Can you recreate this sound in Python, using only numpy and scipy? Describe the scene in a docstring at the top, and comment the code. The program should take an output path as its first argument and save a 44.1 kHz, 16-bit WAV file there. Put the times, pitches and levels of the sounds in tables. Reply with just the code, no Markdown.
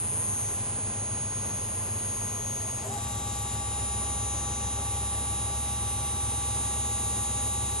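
"""A thin, many-toned whine that steps up near 3 s: a machining spindle turning freely in its steel
enclosure, from 2500 to 4000 rev/min. Its inverter makes the motor whine in tone clusters, which spread
with speed and swell and fade as the hand-held microphone drifts through standing waves. The unbalanced
shaft drones, bearings sing, panels ring, a pump beats against mains hum; rumble and air lie behind."""
import sys
import numpy as np
from scipy import signal
from scipy.fft import rfft, irfft, next_fast_len
from scipy.io import wavfile

SR = 44100
rng = np.random.default_rng(int(sys.argv[2]) if len(sys.argv) > 2 else 0)


def materialize(psi):
    """Save the field psi as 16-bit PCM at rate SR to the path in sys.argv[1].

    A 1-D psi becomes a single channel; in a 2-D psi each row is a channel.
    """
    bounded = np.clip(np.atleast_2d(psi).T, -1, 1)
    quanta = np.round(bounded * 32767).astype(np.int16)
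    wavfile.write(sys.argv[1], SR, quanta)


N = 343980
TIME = np.arange(N) / SR
CARRIER_HZ, POLE_PAIRS = 3200, 2


def from_db(db):
    """Decibels to gain."""
    return 10 ** (np.asarray(db) / 20)


def in_time(rows):
    """Each column of a curve at every sample."""
    t, *columns = np.transpose(rows)
    return [np.interp(TIME, t, column) for column in columns]


def coloured(gain_at):
    """Noise with amplitude gain_at(f) per root Hz."""
    size = next_fast_len(N)
    hz = np.maximum(np.arange(size // 2 + 1) * SR / size, 1)
    return irfft(rfft(rng.standard_normal(size)) * gain_at(hz), size)[:N] * np.sqrt(SR / 2)


def drift(rate_hz, hop=100):
    """Slow random motion, unit spread: coarse noise through a double one-pole low-pass."""
    pole, count = np.exp(-2 * np.pi * rate_hz * hop / SR), N // hop + 2
    slow = signal.lfilter([1], [1, -2 * pole, pole * pole], rng.standard_normal(2 * count))[count:]
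    return np.interp(np.arange(N) / hop, np.arange(count), (slow - slow.mean()) / slow.std())


def stereo(mid, side):
    """Mid and side to left and right."""
    return np.array([mid + side, mid - side])


def tone(cycles, mid_db, side_db, lean):
    """Sine reaching the two microphone ports with different strength and delay."""
    angle, lag = 2 * np.pi * cycles, np.arccos(lean)
    return np.sqrt(2) * stereo(from_db(mid_db) * np.cos(angle), from_db(side_db) * np.cos(angle + lag))


def ringing(modes, side_db):
    """Randomly shaken resonances, each at its own rms level."""
    def gain_at(f):
        return np.sqrt(sum(from_db(2 * db) * 2 / (np.pi * width) / (1 + ((f - hz) / width) ** 2) ** 2
                           for hz, width, db in modes))
    return stereo(coloured(gain_at), from_db(side_db) * coloured(gain_at))


def rush(spectrum, floor_db=-200):
    """Steady noise from mid and side spectra, silent beyond their ends."""
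    hz, mid_db, side_db = np.transpose(spectrum)
    def noise(db):
        return coloured(lambda f: from_db(np.interp(np.log(f), np.log(hz), db, floor_db, floor_db)))
    return stereo(noise(mid_db), noise(side_db))


# Inner tones, {tone: level/dB}; "3c-5" = 3 x carrier - 5 x supply frequency
INNER_DB = {"1c-3": -64, "1c-1": -70, "1c+1": -70, "1c+3": -66, "1c+5": -70, "2c-4": -60, "2c-2": -55,
            "2c+0": -54, "2c+2": -55, "2c+4": -58, "3c-5": -48, "3c-3": -51, "3c-1": -52, "3c+1": -56,
            "3c+3": -49, "3c+5": -50}
# Motor housing resonances: f/Hz, width/Hz, level/dB at full speed
HOUSING_MODES = [(2800, 200, -59), (3350, 160, -63), (3835, 380, -51), (5720, 330, -58.5),
                 (7250, 400, -47.5), (7950, 350, -54), (8450, 500, -57), (10780, 520, -53.5),
                 (11950, 250, -68)]
# Standing-wave crests: t/s, tone, level/dB, swell/s
CRESTS = [(0.4, "2c-2", -44, .2), (1.0, "2c-2", -50, .15), (1.5, "2c-2", -47, .2), (2.45, "2c-2", -46, .38),
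          (3.2, "2c-2", -50, .4), (4.4, "2c-2", -43.7, .6), (6.1, "2c-2", -47.5, .6), (7.2, "2c-2", -52, 1),
          (2.4, "2c+0", -51, .8), (4.5, "2c+0", -51, .5), (7.1, "2c+0", -52, .7),
          (0.35, "2c+2", -44.5, .26), (1.3, "2c+2", -42.5, .6), (2.45, "2c+2", -39, .55),
          (3.35, "2c+2", -51, .25), (4.35, "2c+2", -48, .3), (5.5, "2c+2", -46.5, .32),
          (6.75, "2c+2", -44, .4), (7.5, "2c+2", -43.5, .6), (4.15, "2c+4", -43.5, 1.25),
          (7.2, "2c+4", -47, .9), (3.3, "2c+6", -42, .75), (5.2, "2c+6", -45.5, .5),
          (7.1, "2c+6", -41.7, 1.2), (3.2, "2c+8", -42.5, .55), (0.9, "3c-5", -33.2, 1),
          (1.95, "3c-5", -40, .5), (6.5, "3c-5", -32.7, 1.1), (7.7, "3c-5", -34.5, .9),
          (5.0, "3c-3", -36.5, .85), (0.22, "3c-1", -32, .42), (1.95, "3c-1", -35.5, .5),
          (2.65, "3c-1", -39.5, .3), (4.0, "3c-1", -33.5, .55), (5.6, "3c-1", -38.5, .9),
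          (7.3, "3c-1", -38.5, 1.2), (0.0, "3c+1", -35, .35), (1.5, "3c+1", -46, .35),
          (4.1, "3c+1", -47, .35), (5.25, "3c+1", -38.5, .7), (7.1, "3c+1", -44.5, 1.3),
          (2.55, "3c+3", -43, .4), (4.2, "3c+3", -49, .7), (2.2, "3c+5", -44.5, .88)]

def sideband_db(name, hz, fast, t, skirt_growth_db=19):
    """Power sum for one tone: inner share, housing-coloured skirt, standing-wave crests."""
    inner = from_db(INNER_DB.get(name, -np.inf))
    housing = np.sqrt(sum((from_db(db) / (1 + ((hz - centre) / width) ** 2) ** 2) ** 2
                          for centre, width, db in HOUSING_MODES))
    skirt = housing * from_db(-skirt_growth_db * (1 - fast ** 3))
    parts = [inner, skirt]
    for crest_s, which, db, swell_s in CRESTS:
        if which == name:
            same_pitch = 1 - abs(fast - np.interp(crest_s, t, fast))   # no crest at the other speed
            parts.append(from_db(db) * np.exp(-((t - crest_s) / swell_s) ** 2) * same_pitch)
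    return 10 * np.log10(sum(part ** 2 for part in parts))


# Inverter clusters, {carrier multiple: offsets in supply multiples}
SIDEBANDS = {1: range(-3, 8, 2), 2: range(-6, 17, 2), 3: range(-11, 12, 2), 4: range(-8, -5, 2)}
# Throb at the supply frequency, {carrier multiple: depth}
RIPPLE_DEPTH = {1: .08, 2: .1, 3: .04}
# Microphone port response: f/Hz, side minus mid/dB, leftward lean (-1..1)
PORTS = [(2800, -1, -0.14), (3820, -5, 0.14), (5900, 0, .3), (6250, 0, .3), (6620, -4.5, .3), (7200, 1, .4),
         (7470, 9, .4), (8000, 9, .2), (8400, 16, 0), (8670, 6, -.2), (9000, 11, -0.31), (9500, 9, -0.13),
         (10000, 8, -.1), (10800, 2, -.1), (12000, -8, -0.075)]

def inverter_whine(speed_hz, turns, fast, hop=100):
    """Switching tones at carrier multiples plus or minus multiples of the motor's supply frequency."""
    out, t = np.zeros((2, N)), TIME[::hop]
    port_hz, port_side_db, port_lean = np.transpose(PORTS)
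    supply = np.cos(2 * np.pi * POLE_PAIRS * turns)
    sway_s = 4e-6 * drift(3.6)   # the moving microphone shifts the travel time
    growth_db = {1: .5 * fast * (TIME - 5.2)}
    flicker_db = {2: .7 * drift(23), 3: 4 * (np.minimum(drift(16), .3) + .15)}   # mid only
    for multiple, offsets in SIDEBANDS.items():
        ripple = 1 + RIPPLE_DEPTH.get(multiple, 0) * supply
        for offset in offsets:
            hz = multiple * CARRIER_HZ + offset * POLE_PAIRS * speed_hz[::hop]
            cycles = multiple * CARRIER_HZ * (TIME + sway_s) + offset * POLE_PAIRS * turns + rng.random()
            total_db = sideband_db("%dc%+d" % (multiple, offset), hz, fast[::hop], t)
            apart_db = np.interp(hz, port_hz, port_side_db)
            lean = np.interp(hz, port_hz, port_lean)
            mid_db = total_db - 10 * np.log10(1 + from_db(apart_db) ** 2)
            mid_db, side_db, lean = in_time(np.transpose([t, mid_db, mid_db + apart_db, lean]))
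            wander_db = .4 * drift(.29)
            tremor_db = .25 * multiple * drift(30)   # shorter waves react more to a trembling hand
            shimmer_db = .7 * drift(30)
            gain = ripple * from_db(growth_db.get(multiple, 0) + wander_db + tremor_db + shimmer_db)
            out += gain * tone(cycles, mid_db + flicker_db.get(multiple, 0), side_db, lean)
    return out


# Rasp bands: f/Hz, width/Hz, level/dB at full torque
RASP_BANDS = [(680, 300, -44.5), (6900, 450, -44.5), (8050, 400, -51), (9450, 400, -47)]

def motor(speed_hz, turns, fast, torque, growl_depth=.54):
    """Under torque the whine gives way to a rasp throbbing at the supply frequency."""
    whine = inverter_whine(speed_hz, turns, fast) * from_db(-4.5 * torque)
    throb = 1 + growl_depth * np.cos(2 * np.pi * POLE_PAIRS * turns)
    return whine + torque * throb * ringing(RASP_BANDS, side_db=-3)


# Drone envelope: t/s, level/dB
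DRONE_LEVEL = [(0, -67), (2.8, -62), (3.0, -44), (3.3, -42.5), (3.85, -39), (7.8, -38.5)]

def shaft_drone(turns):
    """Unbalance, one cycle per turn, building as the column takes up the shaking."""
    level_db, = in_time(DRONE_LEVEL)
    return from_db(level_db) * np.sqrt(2) * np.cos(2 * np.pi * turns)


# Bearing tones, parallel lists: multiple of the turning rate; mid, side level/dB at full speed
BEARING_ORDERS = [4, 5, 6, 8, 9.47, 10.37, 12, 12.21, 12.297, 13, 13.3, 13.715, 15.7, 17.251, 18.15, 19.25,
                  72.5, 73.8]
BEARING_MID_DB = [-59, -61.5, -59.5, -70, -66.5, -65, -54, -63.5, -46, -65, -65, -57, -62.5, -49.5, -67,
                  -63.5, -67, -68]
BEARING_SIDE_DB = [-99, -75, -70, -72, -78, -72, -72, -67, -50, -66, -65, -68, -66, -52.5, -68, -66, -77,
                   -69]

def bearings(turns, speed_share, torque, loaded_order=12.297, slip_turns=.0006):
    """Unevenly rolling balls sing, far louder at speed; torque lifts the main tone, ducks the rest."""
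    out = np.zeros((2, N))
    for order, mid_db, side_db in zip(BEARING_ORDERS, BEARING_MID_DB, BEARING_SIDE_DB):
        cycles = order * (turns + slip_turns * drift(3.4)) + rng.random()
        strain_db = torque * (5 if order == loaded_order else -6)
        out += from_db(strain_db + .64 * drift(12)) * tone(cycles, mid_db, side_db, lean=.59)
    return out * speed_share ** 6.3


# Panel rings in the run-up: peak t/s, f/Hz, level/dB, swell/s
PANEL_RINGS = [(2.8, 800, -51, .025), (2.865, 642, -45, .025), (2.87, 1008, -48, .03),
               (2.875, 402, -43.5, .03), (2.92, 228, -43, .025), (2.945, 402, -43.5, .03),
               (2.972, 810, -40, .018), (2.98, 690, -48, .025)]

def panel_rings():
    """Enclosure panels ring briefly, timed to the rising tones sweeping past."""
    rings = []
    for peak_s, hz, db, swell_s in PANEL_RINGS:
        t = TIME - peak_s
        swell = np.exp(-np.minimum((t / swell_s) ** 2, 20))
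        rings.append(swell * tone(hz * t, db, db - 18, lean=.37))
    return sum(rings)


# Low-speed panel resonances: f/Hz, width/Hz, level/dB
IDLE_MODES = [(870, 22, -58.5), (1057, 29, -57), (1511, 25, -65), (1900, 66, -65.5), (2520, 34, -63),
              (4130, 140, -62.5), (4900, 90, -71)]

def idle_panels():
    """Steel panels ring faintly in narrow noise bands."""
    return ringing(IDLE_MODES, side_db=-4)


# Low-speed tones: f/Hz, level/dB before trim
IDLE_TONES = [(414.5, -58), (640.6, -60), (807.5, -57), (904.4, -64), (1001, -59), (1200, -66),
              (6900, -55.5), (7350, -58.5)]

def idle_tones(trim_db=-1):
    """Faint, slightly wavering tones: a few mid-pitched ones and two thin, high whines."""
    return sum(from_db(trim_db + 2 * drift(1.7)) * tone(hz * TIME + .1 * drift(.74), db, db - 3, lean=.4)
               for hz, db in IDLE_TONES)


# Mains, pump and cooling fan, parallel lists: f/Hz; mid, side level/dB
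HUM_HZ = [43, 85.97, 100.054, 107.477, 128.97]
HUM_MID_DB = [-75, -49.5, -44, -44, -50]
HUM_SIDE_DB = [-90, -79, -63.5, -63.5, -75]

def hum(in_phase_s=.057):
    """The pump runs just above the mains hum; the two beat at about 7 Hz."""
    return sum(tone(hz * (TIME - in_phase_s), mid_db, side_db, lean=.89)
               for hz, mid_db, side_db in zip(HUM_HZ, HUM_MID_DB, HUM_SIDE_DB))


# Rumble spectrum: f/Hz, mid, side density/dB (1 Hz band)
RUMBLE_SPECTRUM = [(20, -87, -105), (45, -68.5, -104), (72.5, -66.5, -87), (122, -62.5, -79),
                   (154.5, -72.5, -101), (217, -66, -90), (288, -75.5, -82), (440, -74.5, -82.5),
                   (734, -78, -77.5), (1130, -79.5, -80.5), (1346, -84, -83), (2070, -88.5, -88.5),
                   (3970, -105, -105)]

def rumble(swell_db):
    """Workshop and enclosure rumble, fluttering slightly."""
    return from_db(swell_db + 1.05 * drift(18)) * rush(RUMBLE_SPECTRUM)


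# Spindle nose and air seal spectra: f/Hz, mid, side density/dB (1 Hz band)
NOSE_HISS = [(1200, -100, -100), (2000, -88, -91), (2800, -85.5, -92), (3700, -89, -95), (4150, -92, -99),
             (4950, -87, -94), (5330, -88.5, -95), (5500, -96, -101), (5850, -92, -94), (6700, -89, -91),
             (7300, -89, -90), (7700, -98, -98), (8600, -103, -99), (9200, -99, -96), (10200, -99, -98)]
SEAL_SIZZLE = [(6600, -112, -96), (7200, -102, -81), (7600, -100, -76.5), (8150, -94, -73.5),
               (8800, -104, -76), (9300, -102, -82), (10400, -104, -90)]

def purge_air(nose_db, seal_db):
    """Air hisses round the spindle nose and sizzles at the seal."""
    nose = from_db(nose_db + .5 * drift(14)) * rush(NOSE_HISS)
    seal = from_db(seal_db + .89 * drift(6)) * rush(SEAL_SIZZLE)
    return nose + seal


# Top treble spectrum: f/Hz, mid, side density/dB (1 Hz band)
TOP_SPECTRUM = [(9000, -102, -102), (9900, -95, -94), (10700, -89, -88), (11240, -87.5, -89),
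                (11600, -91, -93), (11800, -98, -104), (12250, -105, -115)]
# Top treble envelope: t/s, gain/dB
TOP_GAIN = [(0, 2), (.55, 6.5), (.75, -18), (1.2, -36), (1.45, 5.5), (2.8, 3), (3.0, 6), (3.55, 5),
            (3.9, -35), (4.4, -23), (4.8, 2.5), (7.8, 6.5)]

def top_treble():
    """The highest treble flickers and drops out twice."""
    gain_db, = in_time(TOP_GAIN)
    return from_db(gain_db + 7 * np.minimum(drift(22), .5)) * rush(TOP_SPECTRUM)


# Spindle speed: t/s, turning rate/Hz
SPEED = [(0, 41.667), (2.795, 41.667), (2.86, 53.5), (2.915, 66), (2.95, 67.6), (2.985, 66.667),
         (7.8, 66.667)]
# Motor torque: t/s, share of full torque
TORQUE = [(0, 0.099), (2.77, 0), (2.81, 0.13), (2.87, 0.84), (2.975, 0.47), (3.02, 0.0039), (7.8, 0)]
# Background swells: t/s, rumble, nose hiss, seal sizzle gain/dB
SWELLS = [(0, 0, 0, 2), (.5, 0, .5, 2), (1, 0.5, 0.5, -6), (2.9, 0.5, 1, 2.5), (3.3, -0.5, 2.2, -1.5),
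          (4.6, -0.1, 2, -3), (5.4, 0.4, 2.5, -10), (7.8, 0.5, 2.5, 0)]

def scene():
    """Speed and torque drive the spindle; hum, rumble and air run throughout."""
    speed_hz, = in_time(SPEED)
    torque, = in_time(TORQUE)
    rumble_db, nose_db, seal_db = in_time(SWELLS)
    turns = np.cumsum(speed_hz) / SR
    low_hz, high_hz = speed_hz[0], speed_hz[-1]
    fast = np.clip((speed_hz - low_hz) / (high_hz - low_hz), 0, 1)
    spindle = shaft_drone(turns) + bearings(turns, speed_hz / high_hz, torque)
    idle = (1 - fast) * (idle_panels() + idle_tones())
    balance = from_db([[.6], [-.6]])   # left, right
    background = balance * (rumble(rumble_db) + purge_air(nose_db, seal_db) + top_treble())
    return motor(speed_hz, turns, fast, torque) + spindle + panel_rings() + idle + hum() + background


def record(dry):
    """Steep elliptic low-pass at 12.3 kHz."""
    return signal.sosfilt(signal.ellip(12, .1, 90, 12300, fs=SR, output="sos"), dry)


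dry = scene()
out = record(dry)
materialize(out)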